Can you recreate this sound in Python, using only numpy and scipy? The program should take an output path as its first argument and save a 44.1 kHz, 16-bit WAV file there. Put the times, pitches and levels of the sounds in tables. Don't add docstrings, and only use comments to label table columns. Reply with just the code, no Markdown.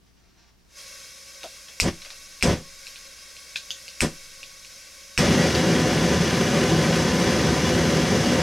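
import sys
import numpy as np
from scipy import signal
from scipy.fft import rfft, irfft, next_fast_len
from scipy.io import wavfile
from scipy.ndimage import map_coordinates

SR = 44100
rng = np.random.default_rng(int(sys.argv[2]) if len(sys.argv) > 2 else 0)


def inscribe(sig):
    pcm = np.round(np.clip(np.atleast_2d(sig).T, -1, 1) * 32767)
    wavfile.write(sys.argv[1], SR, pcm.astype(np.int16))


def ratio(d):
    e = np.asarray(d, float) / 20
    return 10 ** e


N = 371410

# start_s, fed_s, roar_db, swell_db while fed, dying_db_per_s (0 stays lit)
BURNS = [
    (1.819, 0.068, -27, 5.5, 900),
    (2.429, 0.099, -18, -3.5, 322),
    (4.017, .024, -16, -3, 450),
    (5.179, 0.32, -17.5, -3, 0),
]
# pitch_hz, width_hz, level_db
ROAR_MODES = [(75, 19, -6), (116.6, 19, -10), (162.5, 22.3, 2), (209, 39, -12), (246.7, 20, -4),
              (328, 19.6, -6), (377, 35, -8), (437, 35, -16.5), (507.5, 26, -7.5), (551, 21.4, -8.5),
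              (735, 60, -15), (927, 28, -19.5), (1012.5, 25, -13)]
# pitch_hz, level_db (per Hz)
RUSH_COLOUR = [(500, -21), (1000, -10.5), (1700, -5.5), (2600, -9.5), (6000, -8.5), (8000, -17.5),
               (11000, -22.5), (16000, -39.5)]
# pitch_hz, width_hz, level_db over the rush
BENCH_MODES = [(1125, 40, 9), (1204, 46, 6), (1290, 47, -4), (1400, 57, 4.5), (1533, 90, 4),
               (1714, 76, 4.5), (1905, 135, 5), (2130, 110, 5), (2334, 100, 4.5), (2554, 41, 5),
               (2760, 57, 5.5), (2920, 94, 5.5), (3252, 30, 7.5), (3400, 100, 5.5), (3860, 70, -3),
               (4720, 250, -1), (5200, 220, 0), (6130, 280, 0.5)]
# pitch_hz, width_hz, level_db
TUBE_MODES = [(550, 24, -1), (1098, 30, -5), (1552, 75, -5.5), (1900, 65, -7), (2230, 150, -5.5),
              (2690, 60, -5), (3240, 60, -8), (3430, 36, -11), (3760, 45, -5), (4180, 36, -2),
              (4750, 240, -7), (5180, 60, 0), (5570, 170, -6), (5770, 48, 0), (6290, 58, -2),
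              (6440, 60, -5), (6720, 110, -10), (7410, 57, -10)]
# pitch_hz, level_db (per Hz)
HISS_COLOUR = [(300, -40), (800, -19), (1400, -10.5), (2300, -7), (3300, -3.5), (6000, -2), (11000, -4.5),
               (16000, -23.5)]
# start_s, peak_db, body_hz, other_modes_db
SNAPS = [
    (1.8, -5, 2430, -2.5),
    (2.4255, -6, 2400, -2.5),
    (4.0064, -7.5, 2450, -2),
    (5.1771, -8, 2500, -1),
]
# pitch_hz, width_hz, level_db
SHELL_MODES = [(1660, 540, 0), (3100, 890, 3), (4100, 900, 4), (5250, 800, 8), (6500, 900, 7),
               (8200, 1600, 5), (11500, 3000, -4)]
# start_s, peak_db, body_hz, upper_mode_db, contact_s
TICKS = [(1.4325, -24.5, 2600, -4, 0.0015), (1.433, -31, 1500, 3, .0016), (2.019, -33, 2500, 5, .002),
         (2.1035, -30, 2350, 7, .0012), (2.4105, -27, 2600, -5, .0012), (2.8684, -26.5, 2550, -2, .0016),
         (2.9585, -29, 2550, -1, .0012), (3.189, -37, 2600, -3, .0012), (3.3665, -33, 2600, -2, .0012),
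         (3.558, -17.5, 2530, -8, 0.0028), (3.5592, -21.5, 3400, -11, .002), (3.56, -28, 1600, -5, .003),
         (3.7058, -16, 3040, -4, .0014), (3.8803, -25.5, 2680, -1, .0012), (4.4305, -26, 2680, -9, .0016),
         (4.648, -32, 2650, -5, .0012), (5.5503, -13.5, 2900, 7, .0014)]
# pitch_hz, width_hz, level_db
RATTLE_MODES = [(1600, 500, -13), (3500, 1300, -0.5), (5000, 1660, 1), (6400, 1200, -2), (10500, 3500, -14)]
# start_s, peak_db, dying_s (to fall 60 dB)
SCRAPES = [
    (1.684, -34, .03),
    (2.0185, -35.5, .04),
    (2.049, -30, .04),
    (2.06, -33, .03),
    (2.1035, -29, 0.011),
]
# start_s, peak_db
THUDS = [
    (1.4335, -31.5),
    (1.686, -52),
    (2.051, -48),
    (2.103, -52),
]
# strongest_s, level_db, spread_s
RUBS = [
    (.07, -73, .01),
    (.178, -68, 0.0091),
    (.27, -71, .06),
    (.41, -64, .065),
    (.71, -66, .015),
]
# pitch_hz, level_db (per Hz)
RUSTLE_COLOUR = [(350, -22), (620, -9), (860, -9), (1180, -10), (3500, -11), (5700, -7), (7200, -18),
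                 (11700, -52)]
# pitch_hz, level_db
MAINS = [(59.2, -66), (118.4, -77), (183.0, -75)]
# pitch_hz, level_db (per Hz)
QUIET_COLOUR = [(12, -49), (20, 0), (65, -7.5), (170, -10), (410, -15), (499, -23), (5680, -31),
                (16000, -37.5)]
# pitch_hz, dying_s (to fall 60 dB)
SHOP_DECAY = [(100, 0.24), (500, 0.23), (2000, 0.15), (6000, 0.2), (14000, 0.16)]
# pitch_hz, side_over_mid_db
WIDTH = [(60, -21), (200, -30), (380, -25.5), (700, -39), (1290, -29), (2700, -19), (8120, -11.5),
         (15000, -5)]

VALVE_S, OPENING_DB_PER_S, JET_DB = 0.782, 235, -46.5
SURGE_DB, SURGE_S = 2.5, 0.13
CATCH_DB, CATCH_S = 22, 0.007
RUSH_DB, THIN_DB = -8.5, -0.5
FLASH_DB, FLASH_S = 16, 0.0082
BOOM_DB = -7.5
THUMP_DB, THUMP_S, SWING_DB = -13, 0.0028, -42.5
OVERTONE, OVERTONE_DB = 2.12, -8
UPPER_RATIO, RING_S = 1.61, 0.0037
RATTLE_DB = -4
ECHO_S, ECHO_DB = 0.0062, -7.5
SKIN_DB = -72
SPAN = SR // 3


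def flame():
    *puffs, steady = [burning(*row) for row in BURNS]
    loose = sum(puffs)
    roar, rush = loose * ratio([[0], [THIN_DB]]) + steady * ratio([[0], [1.8]])
    flicker = wobble(25)

    def roar_colour(f):
        bass_cut = f ** 2 / (45 ** 2 + f ** 2)
        return np.sqrt(power(ROAR_MODES, f)) * bass_cut / np.sqrt(1 + (f / 1100) ** 4)

    def rush_colour(f):
        return coloured(RUSH_COLOUR)(f) * np.sqrt(1 + power(BENCH_MODES, f))

    low = noise(roar_colour)[0]
    high = noise(rush_colour)[0]
    boom = noise(lambda f: modes([(75, 70, 0)])(f) ** 2)[0]
    deep = ratio(BOOM_DB) * loose[0] * boom
    lumpy = roar * ratio(0.63 * flicker + 0.18 * wobble(8)) * low
    turbulent = rush * ratio(-1.5 + 0.14 * flicker + 0.9 * wobble(150)) * high
    return deep + lumpy, turbulent


def burning(s, fed, db, swell_db, dying):
    t, lit = since(s)
    catch_db = -CATCH_DB * np.exp(-t / CATCH_S)
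    fed_db = swell_db * np.minimum(t / fed, 1)
    dying_db = -dying * np.maximum(t - fed, 0)
    roar = lit * ratio(db + catch_db + fed_db + dying_db)
    return np.array([roar, roar * ratio(RUSH_DB + FLASH_DB * np.exp(-t / FLASH_S))])


def heave():
    out, t = np.zeros(N + SR), np.arange(SR) / SR
    u = t / THUMP_S
    for s, *_ in BURNS:
        thump = ratio(THUMP_DB) * u ** 2 * (3 - u) * np.exp(-u) / 2
        swing = ratio(SWING_DB - 60 * t / 2.06) * np.sin(2 * np.pi * 11.9 * t)
        out[round(s * SR):][:SR] += thump + swing
    return out[:N]


def jet():
    t = np.arange(N) / SR - VALVE_S
    opening_db = OPENING_DB_PER_S * np.minimum(t, 0)
    surge_db = SURGE_DB * np.exp(-np.maximum(t, 0) / SURGE_S)
    flow = ratio(JET_DB + opening_db + surge_db + 0.66 * wobble(5.97) + 0.42 * wobble(40))
    tube = ratio(-1.5) * noise(modes(TUBE_MODES))[0]
    hiss = ratio(-5) * noise(coloured(HISS_COLOUR))[0]
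    return flow * (tube + hiss)


def lighter():
    out = np.zeros((2, N + SR))
    for sound, table in [(snap, SNAPS), (tick, TICKS), (scrape, SCRAPES), (thud, THUDS)]:
        for s, db, *settings in table:
            out[:, round(s * SR):][:, :SPAN] += ratio(db) * sound(*settings)
    return out[:, :N]


def snap(hz, bright_db):
    t = np.arange(SPAN) / SR
    body = np.sin(2 * np.pi * hz * t) + ratio(OVERTONE_DB) * np.sin(2 * np.pi * OVERTONE * hz * t)
    ring = body * ratio(-60 * np.maximum(t - 0.0011, 0) / 0.0024)
    blow = filtered(burst(0.0015), lambda f: modes(SHELL_MODES)(f) * plastic(f))
    shell = ratio(bright_db + 1.5) * bounced(peaked(blow))
    direct = placed(filtered(ring, plastic), wet_db=-7.5, side_db=0.0, gap=0.004)
    return direct + placed(shell, wet_db=3.5, side_db=7, gap=0.004)


def tick(hz, high_db, contact):
    t = np.arange(SPAN) / SR
    held = np.minimum(0.5 + t / contact, 1) * ratio(-60 * np.maximum(t - contact, 0) / RING_S)
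    upper = ratio(high_db) * np.sin(2 * np.pi * UPPER_RATIO * hz * t)
    ring = peaked(held * (np.sin(2 * np.pi * hz * t) + upper))
    rattle = peaked(filtered(burst(2.5 * contact), lambda f: modes(RATTLE_MODES)(f) * plastic(f)))
    direct = placed(bounced(ring), wet_db=-9, side_db=-3, gap=0.0045)
    return direct + placed(ratio(RATTLE_DB) * rattle, wet_db=6.5, side_db=7.5, gap=0.0045)


def scrape(t60):
    def colour(f):
        return modes([(1300, 900, -3), (4200, 3500, 0)])(f) * plastic(f) / (1 + 1j * f / 7000) ** 2

    return placed(peaked(filtered(burst(t60), colour)), wet_db=0.5, side_db=1)


def thud():
    t = np.arange(SPAN) / SR
    push = rng.standard_normal(SPAN) * t / 0.009 * np.exp(-t / 0.01)
    handle = modes([(250, 300, -8), (660, 170, 0), (1300, 600, -9)])
    knock = peaked(filtered(push, lambda f: handle(f) ** 2))
    return np.array([knock, np.zeros(SPAN)])


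def plastic(f):
    return (1j * f / (900 + 1j * f)) ** 2 / (1 + 1j * f / 11000) ** 2


def burst(t60):
    blows = 0.48 * rng.standard_normal(SPAN) * ratio(-60 * np.arange(SPAN) / SR / max(t60, 1e-3))
    return blows + (np.arange(SPAN) == 0)


def bounced(x):
    return x + ratio(ECHO_DB) * np.roll(x, round(ECHO_S * SR))


def hand():
    t = np.arange(N) / SR
    rub = ratio(SKIN_DB) * (t < VALVE_S)
    for s, db, spread in RUBS:
        rub = rub + ratio(db - 3.5) * np.exp(-((t - s) / spread) ** 2)
    grain = ratio(2.1 * wobble(59.4))
    return rub * unit(grain * noise(coloured(RUSTLE_COLOUR))[0])


def background():
    t = np.arange(N) / SR
    hum = np.zeros(N)
    for hz, db in MAINS:
        hum += np.sqrt(2) * ratio(db + 0.5 * wobble(3.05)) * np.sin(2 * np.pi * hz * t)
    return hum * [[1.2], [0.8]] + ratio(-60.5) * noise(coloured(QUIET_COLOUR), channels=2)


def tail(gap):
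    hz, t, z = signal.stft(rng.standard_normal((2, SR // 2)), SR, nperseg=256)
    fade = ratio(-60 * t / along(SHOP_DECAY, hz)[:, None])
    r = signal.istft(z * fade, SR, nperseg=256)[1]
    return np.pad(r / np.linalg.norm(r[0]), ((0, 0), (round(gap * SR), 0)))


def placed(x, wet_db, side_db, gap=0.0035):
    wet = signal.fftconvolve(x[None], tail(gap), axes=1)[:, :len(x)]
    return np.array([x + ratio(wet_db) * wet[0], ratio(side_db) * wet[1]])


def unit(x):
    return x / np.sqrt(np.mean(x ** 2) + 1e-20)


def peaked(x):
    return x / np.abs(x).max()


def since(s):
    t = np.arange(N) / SR - s
    return np.maximum(t, 0), t >= 0


def along(points, hz):
    f, v = np.transpose(points)
    return np.interp(np.log(hz + 1), np.log(f + 1), v)


def wobble(rate):
    knots = rng.standard_normal(int(N * rate / SR) + 4)
    return map_coordinates(knots, [np.arange(N) * rate / SR])


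def filtered(x, response):
    m = next_fast_len(x.shape[-1] + 8192)
    return irfft(rfft(x, m) * response(np.fft.rfftfreq(m, 1 / SR)), m)[..., :x.shape[-1]]


def modes(table):
    def response(f):
        total = 0
        for k, (c, w, db) in enumerate(table):
            total = total + (-1) ** k * ratio(db) * 1j * f * w / (c * c - f * f + 1j * f * w)
        return total

    return response


def power(table, f):
    return sum(np.abs(modes([mode])(f)) ** 2 for mode in table)


def coloured(spectrum):
    return lambda hz: ratio(along(spectrum, hz))


def noise(response, channels=1):
    return unit(filtered(rng.standard_normal((channels, N)), response))


def scene():
    low, rush = flame()
    near = placed(low, wet_db=-13.5, side_db=-4) + placed(rush, wet_db=-5.5, side_db=0.0)
    near = near + placed(jet(), wet_db=-6.0, side_db=3) + lighter()
    near = near + placed(hand(), wet_db=0.5, side_db=8)
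    side = filtered(near[1], coloured(WIDTH))
    mid = near[0] + heave()
    balance = ratio([[0.3], [-0.3]])
    return np.array([mid + side, mid - side]) * balance + background()


def band_limit(x):
    return signal.sosfilt(signal.butter(12, 16510, fs=SR, output="sos"), x)


def record(dry):
    top, knee = 0.54, 5
    soft = dry / (1 + np.abs(dry / top) ** knee) ** (1 / knee)
    mix = filtered(soft, lambda hz: hz < 15950)
    return band_limit(mix)


dry = scene()
out = record(dry)
inscribe(out)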